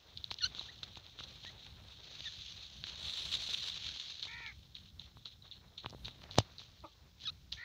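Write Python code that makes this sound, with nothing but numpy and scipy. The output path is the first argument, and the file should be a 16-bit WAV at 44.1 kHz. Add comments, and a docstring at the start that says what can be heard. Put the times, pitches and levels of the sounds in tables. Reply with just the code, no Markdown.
"""Showers of dry grit run all through: two ground birds bathe in sand close to a small camera.
Wing beats and beak strokes swell a patter of random grain impacts, with plumage rustle and fine dust.
Pebbles ping and ring the microphone port; knocks ring the case in decaying sines with a low boom.
Feathers squeak as shivering overtones, a bird clucks in filtered pulses, and a crow caws far off in
rattling overtones. Low wind rumble and microphone hiss, both shaped noise, lie behind."""
import sys
import numpy as np
from scipy import signal
from scipy.fft import rfft, irfft
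from scipy.io import wavfile
from scipy.ndimage import uniform_filter1d

SR = 44100
rng = np.random.default_rng(int(sys.argv[2]) if len(sys.argv) > 2 else 0)


def store_wav(level_fs):
    """Save 16-bit WAV to argv[1]."""
    pcm = np.round(np.clip(np.atleast_2d(level_fs), -1, 1) * 32767)
    wavfile.write(sys.argv[1], SR, pcm.T.astype(np.int16))


N = 336924  # samples

# Wing beats that throw grit close by: [peak t/s, level/dB, swell by 6 dB t/ms]
WING_BEATS = [(0.595, -44.5, 29), (0.668, -50.5, 27), (0.739, -59, 13), (1.205, -47.5, 19),
              (1.241, -48, 12), (1.298, -52.5, 24), (1.349, -54.5, 27), (1.477, -52, 71), (1.644, -56, 76),
              (1.925, -57, 64), (2.055, -52.5, 29), (2.151, -53.5, 61), (2.443, -54.5, 41), (2.52, -55, 55),
              (2.885, -45, 44), (3.082, -43.5, 64), (3.206, -42, 48), (3.341, -33.5, 20), (3.432, -42, 34),
              (3.509, -38, 16), (3.544, -35.5, 10.5), (3.6, -41.5, 30), (3.676, -39.5, 41),
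              (3.774, -40, 11.5), (3.869, -40.5, 32), (3.962, -43, 4), (4.107, -46.5, 25),
              (4.418, -58.5, 40), (4.87, -61, 42), (5.472, -57.5, 28), (5.578, -61.5, 26), (6.239, -60, 28),
              (6.387, -36.5, 11.5), (7.243, -51.5, 31)]
# Abrupt beak strokes in the soil, about four a second: [peak t/s, level/dB, fade by 6 dB t/ms]
BEAK_STROKES = [(0.173, -53.5, 14), (0.244, -52, 7), (0.313, -46.5, 11), (0.389, -50, 9.5), (0.472, -51, 8),
                (0.553, -58, 20), (0.835, -45, 6.5), (0.884, -56, 6), (0.971, -50.5, 13),
                (4.002, -40.5, -6), (4.229, -43.5, 36), (4.467, -53.5, 32), (4.753, -51.5, 38),
                (4.997, -52, 47), (5.167, -62, 51), (5.259, -48, 27), (5.318, -56.5, 17), (5.427, -66, 21),
                (5.516, -51.5, 33), (5.783, -48, 20), (5.838, -48.5, 3), (5.86, -53, 19), (6.051, -45, 32),
                (6.312, -51, 39), (6.399, -48.5, 15), (6.589, -52.5, 38), (6.635, -59, 11), (7.21, -68, 14),
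                (7.526, -47.5, 22), (7.58, -60, 33)]
STROKE_SWELL_MS, WING_FADE = 5.5, 0.68  # a wing beat fades in this share of its swell
# Falling and stirred sand between the throws: [t/s, steady patter level/dB, plumage rustle level/dB]
SAND = [(0.0, -65, -74.5), (.55, -57, -67.5), (1.0, -59, -68), (1.9, -62.5, -67.5), (2.26, -49, -68.5),
        (2.64, -52.5, -72.5), (2.82, -55.5, -72.5), (3.0, -47, -64), (3.25, -43.5, -61.5),
        (3.74, -45.5, -79), (4.09, -47.5, -97), (4.53, -63, -74), (5.2, -79, -79), (5.96, -65, -69.5),
        (6.41, -67, -62), (6.66, -62.5, -78.5), (7.06, -72, -76.5), (7.64, -71.5, -75.5)]
# Soft grains only ring the port, hard ones click across the whole band: [t/s, softness 0-1]
SOFTNESS = [(0.0, 0.32), (1.9, 0.44), (2.3, 0.22), (3.0, 0.4), (4.4, 0.31), (5.5, 0.59), (6.1, .5),
            (6.4, 0.22), (7.64, .2)]
# Finest dust near the microphone, thick during the big shake: [t/s, level against the grit/dB]
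DUST = [(0.0, -31), (1.9, -26), (2.89, -58), (3.0, -20.5), (3.74, -23.5), (3.9, -66), (4.5, -33),
        (7.64, -35.5)]
# Colour of dust and of plumage rustle, before levelling: [f/Hz, level/dB]
DUST_COLOUR = [(5500, -56.5), (7200, 6.5), (8500, -9.5), (10500, -7.5), (13300, -26.5), (15000, -13.0)]
RUSTLE_COLOUR = [(150, -8.5), (350, 4.5), (900, 2.5), (1600, 0), (2600, -3.5), (5000, -44)]
RUSTLE_LUMPS_DB = 2.6  # depth of each of the two drifts in the rustle
THROW_RUSTLE_DB = -27.5  # plumage rustle that comes with each throw of grit, against the grit

# The microphone port rings near 3.8 kHz and shuts out the top: [f/Hz, level/dB]
PORT = [(150, -29), (300, -7.5), (870, -6), (1500, -1), (2000, 0), (2400, 5), (2900, 9), (3750, 15.5),
        (4370, 15), (5160, 5), (6300, 5), (7500, -13), (8500, -25), (10000, -22.5), (13700, -38),
        (14700, -26.5), (15600, -30)]
# Single pebbles landing: [t/s, ping level/dB, f/Hz, contact t/ms]
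PEBBLES = [(0.1746, -27, 3960, 0.59), (0.2429, -24, 3870, 0.8), (0.306, -37, 3980, 1.6),
           (0.3113, -26.5, 3970, 0.79), (0.3149, -22.5, 3240, 0.22), (0.3243, -36, 3800, 0.24),
           (0.3424, -28.5, 4470, 0.36), (0.3875, -32, 3880, 0.92), (0.3905, -39, 3630, .59),
           (0.5496, -31.5, 3800, 0.72), (0.5951, -28.5, 3900, 1.9), (0.8323, -27, 3840, 0.74),
           (0.957, -34.5, 3510, .44), (1.0657, -38, 3800, .45), (1.1893, -38, 3580, .7),
           (1.199, -34, 3120, 0.56), (1.451, -32.5, 3220, 0.34), (1.6665, -38.5, 3230, 0.38),
           (2.2066, -29.5, 3700, 0.39), (2.2438, -33, 3760, 0.43), (2.84, -24.5, 3720, 0.58),
           (2.87, -32, 3400, 0.17), (3.0833, -28.5, 3570, .8), (3.3215, -34, 3700, 1.0),
           (3.3283, -22.5, 3470, 0.71), (3.3395, -24, 3260, 0.52), (3.5435, -24, 3560, 1.0),
           (3.547, -21.5, 3370, 0.69), (3.9999, -27.5, 3600, 0.9), (4.1961, -32, 3870, .71),
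           (4.2281, -24.5, 3940, 0.76), (4.2328, -29, 3800, 1), (4.4636, -29.5, 3340, 0.38),
           (4.753, -33.5, 3740, 0.82), (4.7672, -38, 3170, 0.55), (4.997, -34, 3720, 1.5),
           (5.2574, -32, 3980, 0.89), (5.2715, -41, 3650, 0.52), (5.424, -48, 3970, 3.0),
           (5.514, -37, 3840, 1.1), (5.5233, -37.5, 3590, 1.9), (5.781, -34.5, 3820, 1.1),
           (5.861, -27, 3220, 0.49), (5.8982, -38, 4800, 0.29), (5.907, -38, 4660, .35),
           (6.0487, -34, 4000, 1.0), (6.0567, -28, 3870, 0.72), (6.0827, -30, 3050, 0.27),
           (6.2187, -40, 3180, .22), (6.2399, -35, 3300, 0.25), (6.3119, -32.5, 3900, .7),
           (6.3443, -38, 4000, .26), (6.357, -31.5, 3480, 0.16), (6.3762, -40, 4500, 0.24),
           (6.385, -16.5, 4460, 0.27), (6.3867, -9, 4830, .2), (6.401, -28, 4090, 0.33),
           (6.5836, -33.5, 4250, 0.77), (6.5943, -35.5, 3900, .9), (6.8055, -48, 4130, .7),
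           (7.2023, -44.5, 3670, .36), (7.2196, -40, 4120, 0.47), (7.5223, -31.5, 4200, 0.71),
           (7.5261, -22.5, 4020, 0.44), (7.5308, -32, 3360, 0.85), (7.541, -39, 3520, 1.2)]
# Pebbles after a stroke: longest delay, loudest level over the stroke, middle pitch
SCATTER_S, SCATTER_DB, SCATTER_HZ = 0.037, 1, 3890
CRACK_HZ, CRACK_DB, CRACK_T60 = 15000, -41, .003  # second, faint ring of the port, for a contact of 1 ms

# Knocks that reach the camera case: [t/s, level/dB, f/Hz]
KNOCKS = [(0.3151, -37.5, 940), (0.473, -53, 1300), (0.5491, -49, 1400), (0.5843, -45, 1310),
          (0.612, -43, 875), (0.8322, -42, 1440), (0.9718, -42, 920), (1.1899, -44.5, 1430),
          (1.2062, -39.5, 1320), (1.448, -45.5, 875), (2.206, -50, 597), (2.8404, -40, 1660),
          (3.49, -45, 725), (3.5409, -56, 1000), (4.255, -50, 900), (4.2693, -46.5, 1080),
          (4.405, -46, 990), (5.1706, -47.5, 1060), (5.26, -49.5, 1230), (5.8461, -37.5, 1120),
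          (5.861, -30.5, 990), (5.9279, -41.5, 570), (5.9359, -44.5, 950), (5.948, -38.5, 484),
          (6.0814, -41, 930), (6.2185, -49, 1120), (6.2401, -49, 800), (6.2942, -49.5, 980),
          (6.377, -33, 870), (6.385, -10.5, 685), (6.4033, -34, 728), (6.601, -53, 1030),
          (6.6168, -50, 1200)]
# Ringing modes of the case: [multiple of the knock's pitch, level/dB, t60/s]
CASE = [(1.0, 4.5, 0.0061), (.45, -15.5, 0.016), (2.4, -30, 0.0027)]
BOOM_HZ, BOOM_T60, BOOM_DB = 104, .06, -7  # level against the knock
# Faint random knocks while feet scrape near the case: loudest level, base pitch, from and to in seconds
SCUFFLE_DB, SCUFFLE_HZ, SCUFFLE_S = -55, 540, (5.85, 6.36)

# Feather squeaks, one table each:
# [t/s, f/Hz, fundamental level before colour/dB, overtone slope/(dB per octave)]
SQUEAKS = [
    [(.404, 1830, -52, -11), (.415, 1806, -55.5, -9), (.421, 1428, -53.5, -2.5), (.432, 1478, -48, -2.5),
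     (.445, 1370, -43, -2), (.450, 1530, -48, -1.5), (.464, 1517, -45.5, -5), (.472, 1360, -55, 3)],
    [(0.684, 1646, -59, -21), (0.697, 1966, -59.5, -12), (0.699, 2006, -63, -7), (0.706, 1966, -61, -12)],
    [(1.455, 1686, -58, -20), (1.471, 1930, -61, -11), (1.491, 1900, -62, -17), (1.505, 2299, -66, -14)],
    [(2.253, 1950, -58, -10), (2.261, 1874, -58.5, -5.5), (2.279, 1751, -53, -9), (2.288, 1760, -60, -1)],
    [(7.249, 1565, -60, -3), (7.259, 1736, -62, 4), (7.268, 1705, -61.5, 2), (7.276, 1305, -51, -3),
     (7.292, 1213, -51, -7), (7.306, 1480, -55, -2.5)],
]
# How the squeak is coloured on its way to the microphone: [f/Hz, level/dB]
SQUEAK_BODY = [(700, -27), (1300, -2.5), (1900, 4.5), (2600, 0.5), (3100, 11), (3700, 20), (4200, 19.5),
               (4600, 5.5), (5300, 0.5), (6100, 6.5), (7000, -39), (9000, -40)]

# A soft cluck: [t/s, pulse rate f/Hz, level/dB]
CLUCK = [(6.838, 334, -45), (6.841, 322, -40), (6.852, 289, -38), (6.857, 285, -41)]
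# The closed throat of the cluck: [f/Hz, level/dB]
CLUCK_THROAT = [(150, -30), (320, -2), (640, -1), (950, 1), (1300, 0.5), (1600, -31), (2500, -13),
                (3500, -47)]

# Caws far off: [start t/s, length t/s, effort level/dB, top f/Hz, beak opening as a factor on the throat,
# rise t/s, roughness 0-1, loss of the overtones under 1.4 kHz/(dB per octave)]
CAWS = [(4.268, .262, -48.5, 476, 0.97, 0.02, 0.24, -0.5), (7.565, 0.29, -46.5, 491, 0.92, 0.041, 0.4, 17)]
# The crow's throat: [f/Hz, level/dB]
CROW_THROAT = [(450, -24), (930, -5), (1400, -4.5), (1650, 0), (1850, 5), (2300, 13.5), (2800, -12),
               (3300, -18), (4200, -5.5)]
CAW_SAG, CAW_LEAN = .13, .72  # share of the pitch lost at both ends; under 1 the top comes early
CAW_DROP, CAW_DROP_S = .12, 0.0153  # the pitch breaks downward as the caw ends: share, time
CAW_EDGE_DB, CAW_FALL_S = -13, 0.031  # level lost at both ends, time of the fall
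ECHO_DB, ECHO_T60 = -9, 0.13  # the calls come back from the ground and walls nearby

# Low wind rumble, before its lumps: [t/s, level/dB]
GUSTS = [(0.0, -69), (.35, -58), (1.1, -63), (1.4, -57.5), (2.8, -60), (3.35, -57), (4.3, -60.5),
         (5.5, -60.5), (5.6, -57), (5.8, -65.5), (6.0, -55.5), (6.4, -56), (6.6, -61), (7.1, -63),
         (7.25, -58.5), (7.64, -60)]
# Colour of the rumble, before levelling: [f/Hz, level/dB]
RUMBLE = [(15, -36.5), (30, -5), (60, 2.5), (95, -1.5), (170, -9.5), (240, -17.5), (350, -27.5), (700, -48)]
# Colour of the microphone hiss, before levelling: [f/Hz, level/dB]
HISS = [(300, -5.5), (2000, -16), (3800, -17), (5200, -5.5), (7000, -14.5), (9000, -30), (13800, -24.5),
        (14800, -12), (15600, -16)]
HISS_DB, EDGE_HZ = -74, 15700  # hiss level; top of the microphone's band


def sand():
    """Grains hit in clumps that swell with wing and beak; plumage rustles below, dust shares the impacts."""
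    s, *levels = np.transpose(SAND)
    t = np.arange(N) / SR
    patter, rustle = (gain_of(np.interp(t, s, db)) for db in levels)
    dust = gain_of(np.interp(t, *np.transpose(DUST)))
    amplitude = np.sqrt(patter ** 2 + throws())

    clumps_db = 2.0 * drift(0.0042) + 0.13 * drift(0.032)
    hits = grains(N, per_s=5000, spread_db=-0.5) * gain_of(clumps_db)
    hard = through_port(amplitude * hits, PORT)
    gentle = through_port(amplitude * hits, [(hz, 2.14 * db) for hz, db in PORT])
    softness = np.clip(np.interp(t, *np.transpose(SOFTNESS)), 0, 1)
    grit = (1 - softness) * hard + softness * gentle

    lumps_db = RUSTLE_LUMPS_DB * (drift(0.021) + drift(0.038))
    rub = grains(N, per_s=1500, spread_db=0.5) * gain_of(lumps_db)
    plumage = evened(shaped(rub, RUSTLE_COLOUR))
    rustle_level = np.sqrt(rustle ** 2 + throws() * gain_of(THROW_RUSTLE_DB) ** 2
                           + (patter * gain_of(THROW_RUSTLE_DB)) ** 2)

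    puffs = gain_of(1.0 * drift(.015))  # dust arrives in puffs
    spray = dust * amplitude * evened(shaped(hits, DUST_COLOUR)) * puffs
    return patchy(grit + rustle_level * plumage + spray, patchy_db=1.0)


def throws():
    """Power of the thrown grit: a quick swell at each wing beat or stroke, then stragglers keep falling."""
    power, ms = np.zeros(N), np.arange(-.15, .35, 1 / SR) * 1000
    rows = [(s, db, swell_ms, WING_FADE * swell_ms) for s, db, swell_ms in WING_BEATS]
    rows += [(s, db, STROKE_SWELL_MS, fade_ms) for s, db, fade_ms in BEAK_STROKES]
    for peak_s, db, swell_ms, fade_ms in rows:
        swell = 2 ** -(ms / swell_ms) ** 2
        fade = 1 / (1 + (ms / fade_ms) ** 2)
        add(power, peak_s - .15, gain_of(db) ** 2 * np.where(ms < 0, swell, fade) ** 2)
    return power


def grains(length, per_s, spread_db):
    """Impacts of sand grains: random moments, signs and sizes, at rms 1."""
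    size = gain_of(spread_db * np.minimum(rng.exponential(1, length), 4))
    sign = rng.choice([-1., 1.], length)
    return evened(size * sign * (rng.random(length) < per_s / SR))


def through_port(x, points):
    """Rings the microphone port with x, through a response of unit energy."""
    ring = causal(points)
    return signal.oaconvolve(x, ring / np.linalg.norm(ring))[:N]


def patchy(x, patchy_db):
    """Colour drifts in patches of about 700 Hz by 60 ms as the sand comes from different places."""
    z = signal.stft(x, nperseg=256, noverlap=192)[2]
    field = uniform_filter1d(rng.standard_normal(z.shape[::-1]), size=40, axis=0)
    field = evened(uniform_filter1d(field, size=4, axis=1))
    return signal.istft(z * gain_of(patchy_db * field).T, nperseg=256, noverlap=192)[1][:N]


def pebbles():
    """Each pebble gives a short ping; the briefer the contact, the harder the edge that rings the port."""
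    out, lead = np.zeros(N), 100  # samples before the peak
    t, port = np.arange(-lead, 300) / SR, causal(PORT)[:300]
    after = t[lead:]
    crack = np.sin(2 * np.pi * CRACK_HZ * after) * gain_of(CRACK_DB - 60 * after / CRACK_T60)
    edge = 0.04 * port / abs(port).max() + crack
    for s, db, hz, ms in [*PEBBLES, *scattered()]:
        width = np.clip(ms, .2, 3) / 1000
        steepness = np.where(t < 0, 2.6, 1.6)
        ping = np.cos(2 * np.pi * hz * t) * 2 ** -(steepness * t / width) ** 2
        ping[lead:] += edge / ms
        add(out, s - lead / SR, -gain_of(db) * ping)
    return out


def scattered():
    """Three small pebbles fall just after the peak of each beak stroke, as rows like the single ones."""
    late, size, pitch, length = rng.random((len(BEAK_STROKES), 3, 4)).T
    s, db, _ = np.transpose(BEAK_STROKES)
    rows = [s + SCATTER_S * late ** 1.7, db + SCATTER_DB - 11.0 * size,
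            SCATTER_HZ * (1 + .16 * (pitch - .5)), 1.1 + .8 * length]
    return np.reshape(rows, (4, -1)).T


def knocks():
    """The case rings briefly, then recoils with a low boom."""
    out, t = np.zeros(N), np.arange(5000) / SR
    boom = -np.sin(2 * np.pi * BOOM_HZ * t) * gain_of(BOOM_DB - 60 * t / BOOM_T60)
    for s, db, hz in [*KNOCKS, *scuffle()]:
        ring = sum(gain_of(mode_db - 60 * t / t60) * np.sin(2 * np.pi * multiple * hz * t)
                   for multiple, mode_db, t60 in CASE)
        ring = ring * (1 - np.exp(-t / .00008))  # the blow takes a moment to build
        add(out, s, gain_of(db) * (ring + boom))
    return out


def scuffle(count=30):
    """Faint knocks at random moments, as rows like the single ones."""
    late, size, pitch = rng.random((count, 3)).T
    start, end = SCUFFLE_S
    return np.transpose([start + (end - start) * late, SCUFFLE_DB - 8.0 * size,
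                         SCUFFLE_HZ * (.55 + .9 * pitch)])


def squeak(rows, rough=0.11, rasp_db=-13):
    """A stick-slip tone: the pitch shivers, each overtone flutters and rasp fills the gaps."""
    s, *columns = np.transpose(rows)
    t = np.arange(s[0], s[-1], 1 / SR)
    hz, db, slope_db = (np.interp(t, s, c) for c in columns)
    shiver = evened(signal.fftconvolve(rng.standard_normal((5, len(t))), np.hanning(90)[None], "same"))
    turns = np.cumsum(hz * (1 + .009 * shiver[0])) / SR
    tone = 0
    for k in range(1, 5):
        overtone_gain = gain_of(slope_db * np.log2(k) + read(SQUEAK_BODY, k * hz))
        swing = np.sin(2 * np.pi * (k * turns + rng.random()))
        tone = tone + overtone_gain * (1 + rough * shiver[k]) * swing
    rasp = evened(shaped(rng.standard_normal(len(t)), SQUEAK_BODY)) * np.std(tone)
    sound = np.sqrt(2) * gain_of(db) * (tone + gain_of(rasp_db) * rasp)
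    return s[0], sound * signal.windows.tukey(len(t), .25)


def cluck():
    """A few pulses through a closed throat that passes mainly the low overtones."""
    s, rate_hz, db = np.transpose(CLUCK)
    t = np.arange(s[0], s[-1], 1 / SR)
    turns = np.cumsum(np.interp(t, s, rate_hz)) / SR
    pulses = np.diff(np.floor(turns + 0.72), prepend=0)
    ring = causal(CLUCK_THROAT)
    return s[0], np.convolve(pulses * gain_of(np.interp(t, s, db)), ring / abs(ring).max())


def caw(start, length, top_db, top_hz, beak, rise_s, rough, thin_db, rattle_hz=72, depth=0.051):
    """A harsh voice on an arch of pitch: it rattles quickly and breath noise blurs each overtone."""
    t = np.arange(0, length, 1 / SR)
    arch = np.sin(np.pi * (t / length) ** CAW_LEAN) ** .8
    drop = CAW_DROP * np.exp((t - length) / CAW_DROP_S)
    hz = top_hz * (1 - CAW_SAG * (1 - arch) - drop)
    effort_db = top_db + CAW_EDGE_DB * (np.exp(-t / rise_s) + np.exp((t - length) / CAW_FALL_S))
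    wobble = evened(signal.fftconvolve(rng.standard_normal((10, len(t))), np.hanning(300)[None], "same"))
    rattle = np.sin(2 * np.pi * rattle_hz * t + .5 * uniform_filter1d(wobble[0], size=600))
    rattle = rattle + 0.37 * (2 * rattle ** 2 - 1)  # each swing lingers low and flicks high
    turns = np.cumsum(hz * (1 + depth * rattle)) / SR
    voice = 0
    for k in range(1, 10):
        thinning_db = thin_db * np.minimum(np.log2(k * hz / 1400), 0)
        overtone_gain = gain_of(read(CROW_THROAT, k * hz / beak) + thinning_db)
        voice = voice + overtone_gain * (1 + rough * wobble[k]) * np.cos(2 * np.pi * k * turns)
    return start, gain_of(effort_db) * evened(voice) * signal.windows.tukey(len(t), .06)


def echoed(start, sound):
    """Adds a short diffuse tail of decaying noise to a call."""
    t = np.arange(0, .2, 1 / SR)
    tail = rng.standard_normal(len(t)) * gain_of(-60 * t / ECHO_T60) * (t > .004)
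    wet = signal.fftconvolve(sound, gain_of(ECHO_DB) * tail / np.linalg.norm(tail))
    return start, wet + np.pad(sound, (0, len(t) - 1))


def background():
    """A lumpy low rumble of wind, and the steady hiss of the microphone."""
    gusts_db = np.interp(np.arange(N) / SR, *np.transpose(GUSTS))
    gusts_db = gusts_db + 2.0 * drift(0.06) + 2.2 * drift(0.065)
    rumble = evened(shaped(rng.standard_normal(N), RUMBLE)) * gain_of(gusts_db)
    return rumble + gain_of(HISS_DB) * evened(shaped(rng.standard_normal(N), HISS))


def gain_of(db):
    """Decibels to gain."""
    return 10 ** (np.asarray(db) / 20)


def evened(x):
    """Scales to rms 1."""
    return x / np.sqrt(np.mean(x ** 2) + 1e-20)


def read(points, hz):
    """A spectrum table at the frequencies hz."""
    f, value = np.transpose(points)
    return np.interp(np.log(hz + 1), np.log(f + 1), value)


def add(mix, s, sound):
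    """Mixes a sound in at s seconds."""
    part = mix[round(s * SR):][:len(sound)]
    part += sound[:len(part)]


def causal(points):
    """Minimum-phase impulse response of a spectrum table."""
    log_gain = np.log(gain_of(read(points, abs(np.fft.fftfreq(4096, 1 / SR)))))
    return np.fft.ifft(np.exp(np.conj(signal.hilbert(log_gain)))).real[:2048]


def shaped(x, points):
    """Filters x by a spectrum table."""
    return irfft(rfft(x) * gain_of(read(points, np.fft.rfftfreq(len(x), 1 / SR))), len(x))


def drift(seconds):
    """Slow chance of rms 1 that changes over about this time."""
    size = max(round(seconds * SR), 2)
    return evened(uniform_filter1d(uniform_filter1d(rng.standard_normal(N), size), size))


def scene():
    """All sources, heard by one microphone."""
    mix = sand() + pebbles() + knocks() + background()
    calls = [echoed(*cluck())] + [echoed(*caw(*row)) for row in CAWS]
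    for start, sound in [squeak(rows) for rows in SQUEAKS] + calls:
        add(mix, start, sound)
    return mix[None]


def record(dry):
    """The small capsule loses the deepest bass; then the band limit."""
    thin = signal.sosfilt(signal.butter(2, 55, "highpass", fs=SR, output="sos"), dry)
    band = signal.firwin(511, EDGE_HZ, window=("kaiser", 9), fs=SR)
    return signal.oaconvolve(thin, band[None], "same")


dry = scene()
out = record(dry)
store_wav(out)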